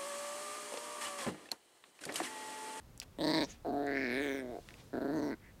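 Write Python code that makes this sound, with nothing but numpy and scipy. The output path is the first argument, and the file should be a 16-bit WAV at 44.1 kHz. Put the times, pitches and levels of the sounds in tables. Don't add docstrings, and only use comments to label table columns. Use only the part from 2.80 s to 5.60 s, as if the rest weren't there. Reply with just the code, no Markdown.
import sys
import numpy as np
from scipy import signal
from scipy.fft import rfft, irfft
from scipy.io import wavfile

SR = 44100
rng = np.random.default_rng(int(sys.argv[2]) if len(sys.argv) > 2 else 0)


def wrap_up_sound(samples):
    columns = np.atleast_2d(samples).T
    tamed = np.clip(columns, -1, 1)
    steps = np.round(tamed * 32767).astype(np.int16)
    wavfile.write(sys.argv[1], SR, steps)


N = 123479
TIME = np.arange(N) / SR
FRAME = 1024
FREQS = np.maximum(np.arange(FRAME // 2 + 1) * SR / FRAME, 20)
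SKIRT = 1.57

# time in seconds, roughness [0-1].
ROUGHNESS = [(.6, 0.4), (.88, 0.85), (1.0, 0.47), (1.7, 0.3), (2.2, 0.98), (2.45, 0.62)]


def from_db(db):
    return 10 ** (np.asarray(db) / 20)


def rms_one(x):
    return x / np.sqrt(np.mean(np.abs(x) ** 2) + 1e-20)


def at(rows, s):
    times, *columns = np.transpose(rows)
    return np.array([np.interp(s, times, column) for column in columns])


def during(t, spans, fade_s):
    return sum(np.tanh((t - start) / fade_s) - np.tanh((t - end) / fade_s) for start, end in spans) / 2


def add(out, s, sound):
    start = int(s * SR)
    out[start:start + len(sound)] += sound[:N - start]


def resonance(freqs, hz, q, skirt):
    detuning = freqs / hz - hz / freqs
    return (1 + (q * detuning) ** 2) ** (-skirt / 2)


def causal(gain):
    cepstrum = irfft(np.log(gain + 1e-9))
    cepstrum[1:FRAME // 2] *= 2
    cepstrum[FRAME // 2 + 1:] = 0
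    return np.exp(rfft(cepstrum))


def burst(decay_s):
    decay = np.exp(-np.arange(FRAME) / SR / decay_s)
    return rms_one(rfft(rng.standard_normal(FRAME) * decay))


def noise(gain_at):
    freqs = np.maximum(np.arange(N // 2 + 1) * SR / N, 1)
    white = rfft(rng.standard_normal(N))
    return rms_one(irfft(white * gain_at(freqs), N))


def background():
    # frequency in Hz, noise density in dB per Hz (relative).
    floor_colour = [(15, -62), (25, 0), (102, -1.5), (394, -15), (700, -19), (2550, -29), (16000, -37.5)]
    level_db = -58
    hz, db = np.transpose(floor_colour)
    return from_db(level_db) * noise(lambda f: from_db(np.interp(np.log(f), np.log(hz), db)))


def teeth():
    # start in seconds, peak level in dB, ring in Hz.
    clicks = [(.177, -37.5, 7650), (.2004, -23, 5420), (0.2169, -35, 2570), (1.067, -42.5, 6800),
              (1.888, -37, 2300), (1.907, -41.5, 2250), (1.941, -42.5, 2470)]
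    click_q, tail_s, tail_db = 1.97, 0.001, -3
    out = np.zeros(N)
    for s, db, hz in clicks:
        ring = causal(resonance(FREQS, hz, click_q, skirt=1.6))
        tick = irfft(ring * (1 + from_db(tail_db) * burst(tail_s)))
        add(out, s, from_db(db) * tick / np.abs(tick).max())
    return out


def puffs():
    # centre in seconds, half-length in seconds, level in dB,
    # resonance in Hz, sharpness [Q].
    swells = [(0.229, 0.0059, -51, 830, 0.12), (0.648, 0.0096, -50, 5840, 4.5),
              (0.708, 0.012, -53, 6430, 5.5), (0.709, 0.035, -58, 2630, 0.51),
              (0.688, 0.041, -54.5, 120, 0.3), (1.963, 0.066, -62.5, 340, 0.35),
              (1.904, 0.17, -66.5, 4100, 0.49), (1.999, 0.015, -61, 2700, 0.84),
              (2.664, 0.034, -62.5, 1950, 2.9)]
    out = np.zeros(N)
    for s, half_s, db, hz, q in swells:
        swell = np.exp(-((TIME - s) / half_s) ** 2 / 2)
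        out += from_db(db) * swell * noise(lambda f: resonance(f, hz, q, skirt=2.35))
    return out


def growl(pitch, gesture, colour_db, attack_s):
    # time in seconds, dip in dB.
    catches = [(0.398, 8.5), (0.429, 4), (0.461, 5), (.526, 7.5), (0.598, 5), (0.914, 5), (2.164, 5),
               (2.197, 13), (2.237, 4.5), (2.273, 4), (2.411, 5.5)]
    catch_s, catch_slows = 0.0054, .045
    snarls = [(1.314, 1.544), (2.333, 2.519)]
    snarl_db = np.array((5, -5, 17.5, 4.5, 12.5, 22, 6))
    muffles = [(.8, 1.066), (1.615, 1.85)]
    follows_opening = np.array((0.045, -0.31, 0.48, 0.94, 0.47, 0.0075, 0.00091))
    jitter_s, shimmer_db = .00035, 0.58
    rasp_hz, rasp_s = 6860, 0.002
    lag_s, lag_hz = 0.0009, 818

    t = TIME[(TIME >= pitch[0][0]) & (TIME <= pitch[-1][0])]
    dip_db = sum(db * np.exp(-((t - s) / catch_s) ** 2) for s, db in catches)
    snarl = during(t, snarls, fade_s=0.096)
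    muffle_db = 13 * during(t, muffles, fade_s=0.0073)
    swell_in_db = 6.5 * np.exp((t[0] - t) / attack_s)
    die_away_db = 15 * np.exp((t - t[-1]) / 0.012)
    fade_db = swell_in_db + die_away_db

    rate = at(pitch, t)[0]
    cycles = np.floor(np.cumsum(rate * np.exp(-catch_slows * dip_db)) / SR)
    airy = FREQS ** 2 / (FREQS ** 2 + rasp_hz ** 2)
    lag = np.exp(-2j * np.pi * lag_s * lag_hz * np.arctan(FREQS / lag_hz))

    out = np.zeros(N)
    for i in np.flatnonzero(np.diff(cycles, prepend=-1)):
        rough, = at(ROUGHNESS, t[i])
        effort_db, opening_db = at(gesture, t[i]) - [fade_db[i], muffle_db[i]]
        levels_db = effort_db + np.array(colour_db) + opening_db * follows_opening + snarl[i] * snarl_db
        source = np.sqrt(1 - airy) + np.sqrt(airy) * burst(rasp_s)
        shimmer = shimmer_db * rough * rng.standard_normal()
        strength = from_db(shimmer - dip_db[i]) * np.sqrt(SR / rate[i])
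        pulse = irfft(source * lag * causal(tract(t[i], levels_db, opening_db)))
        jitter = jitter_s * rough * rng.standard_normal()
        add(out, t[i] + jitter, -strength * pulse)
    return out


def tract(s, levels_db, opening_db):
    # time in seconds, chest in Hz, two mouth tones in Hz,
    # teeth in Hz.
    postures = [(.39, 280, 1886, 1840, 3520), (.45, 274, 1830, 1820, 4320), (.65, 284, 1740, 2330, 4090),
                (.85, 445, 1330, 1540, 4250), (.91, 290, 1070, 1490, 4150), (1.06, 342, 1610, 1800, 3980),
                (1.2, 302, 1760, 2190, 4430), (1.45, 335.8, 1710, 2200, 3400),
                (1.68, 310, 1600, 2050, 3640), (1.78, 407, 1520, 2180, 3740), (2.2, 306, 1430, 1560, 4080),
                (2.36, 285, 1480, 1790, 4300), (2.48, 295, 1550, 1980, 4220)]
    # time in seconds, throat in Hz.
    throat_drift = [(.62, 598), (.85, 702), (1.05, 660), (1.67, 577), (1.76, 690), (2.3, 616.4)]
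    sharpness = (1.6, 5.46, 4.3, 4.9, 6.3, 5.3, 5.4, 9.2, 17)
    register_of = (0, 1, 2, 3, 3, 4, 4, 5, 6)
    upper_throat_hz = 924
    nose_hz = (8300, 12100)
    wobble = 0.039
    chest_leak_db, treble_leak_db = -24.5, -8

    chest, *mouth, teeth_hz = at(postures, s)
    throat = np.array([chest, *at(throat_drift, s), upper_throat_hz])
    throat = throat * (1 + wobble * at(ROUGHNESS, s) * rng.standard_normal(len(throat)))
    split = 0.064 * from_db(.35 * opening_db)
    tuning = [*throat, *mouth, teeth_hz * (1 - split), teeth_hz * (1 + split), *nose_hz]

    registers = np.zeros((len(levels_db), len(FREQS)))
    for hz, q, k in zip(tuning, sharpness, register_of):
        peak = resonance(FREQS, hz, q, SKIRT) * resonance(FREQS, hz, q * 0.47, 0.91)
        registers[k] += peak ** 2
    registers[0] += (from_db(chest_leak_db) * resonance(FREQS, hz=170, q=1.0, skirt=2.3)) ** 2
    registers[-1] += from_db(treble_leak_db) ** 2
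    registers /= registers.mean(axis=1, keepdims=True)

    colour_scatter_db = 1.0 * rng.standard_normal(len(levels_db))
    power = from_db(levels_db + colour_scatter_db) ** 2 @ registers
    return np.sqrt(power + lips(s))


def lips(s):
    # start and end in seconds, first and last pitch in Hz, level in dB.
    lip_glides = [(.5, .65, 5100, 5540, -61), (1.154, 1.384, 5300, 5000, -61),
                  (1.294, 1.465, 11500, 9700, -67), (1.315, 1.491, 9400, 7800, -64),
                  (1.399, 1.598, 6750, 5470, -61.5), (1.409, 1.588, 15000, 14400, -65.5),
                  (1.473, 1.623, 9300, 8650, -66), (2.35, 2.502, 6400, 5430, -62.5)]
    power = 0
    for start, end, from_hz, to_hz, db in lip_glides:
        hz = np.interp(s, [start, end], [from_hz, to_hz])
        peak = rms_one(resonance(FREQS, hz, q=8, skirt=SKIRT))
        presence = during(s, [(start, end)], fade_s=0.017)
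        power = power + (from_db(db) * presence * peak) ** 2
    return power


def growls():
    # time in seconds, rate in Hz.
    pitches = [
        [(.387, 143.7), (.412, 172.6), (.445, 156.8), (.51, 154.6), (.55, 162.2), (.62, 153.3), (.652, 122.7)],
        [(.848, 182), (.886, 139.9), (1.03, 143.3), (1.17, 136.8), (1.23, 133.6), (1.27, 122), (1.31, 119.5),
         (1.43, 147), (1.52, 133.7), (1.56, 138.9), (1.65, 124.5), (1.70, 122.8), (1.745, 107), (1.775, 47.3),
         (1.798, 44.83)],
        [(2.131, 131), (2.2, 132.7), (2.255, 148.6), (2.3, 138.2), (2.35, 165.7), (2.39, 140.8), (2.44, 150.2),
         (2.51, 137.4), (2.548, 78.1)],
    ]
    # time in seconds, voice in dB, opening as brightness in dB.
    gestures = [
        [(0.385, -36, -16.5), (0.509, -36, -4), (0.655, -37, -2.5)],
        [(0.845, -36, -14.5), (1.181, -38.5, -2.5), (1.8, -45, -13)],
        [(2.13, -33, -14.5), (2.48, -36, -22), (2.545, -38.5, -2)],
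    ]
    # chest, throat, upper throat, mouth,
    # teeth, nose and upper nose, all in dB.
    colours = [(3, -5, -5.5, -3.5, -1, -21.5, -22.5), (0.5, -11.5, -56, 1.5, -18, -55, -32),
               (-2.5, -15, -19, -3.5, -25, -53.5, -35)]
    attacks_s = (0.018, 0.017, 0.0053)
    return sum(growl(*controls) for controls in zip(pitches, gestures, colours, attacks_s))


def room(x):
    t = TIME[:SR // 2]
    t60_s, dull_hz, level_db = 0.071, 3120, -10
    tail = rng.standard_normal(len(t)) * from_db(-60 * t / t60_s) * (t > .004)
    tail = tail / np.linalg.norm(tail)
    tail = signal.sosfilt(signal.butter(1, dull_hz, fs=SR, output="sos"), tail)
    return from_db(level_db) * signal.fftconvolve(x, tail)[:N]


def scene():
    dog = growls() + teeth() + puffs()
    return (dog + room(dog) + background())[None]


def record(dry):
    return signal.sosfilt(signal.ellip(10, .2, 80, 16100, fs=SR, output="sos"), dry)


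dry = scene()
out = record(dry)
wrap_up_sound(out)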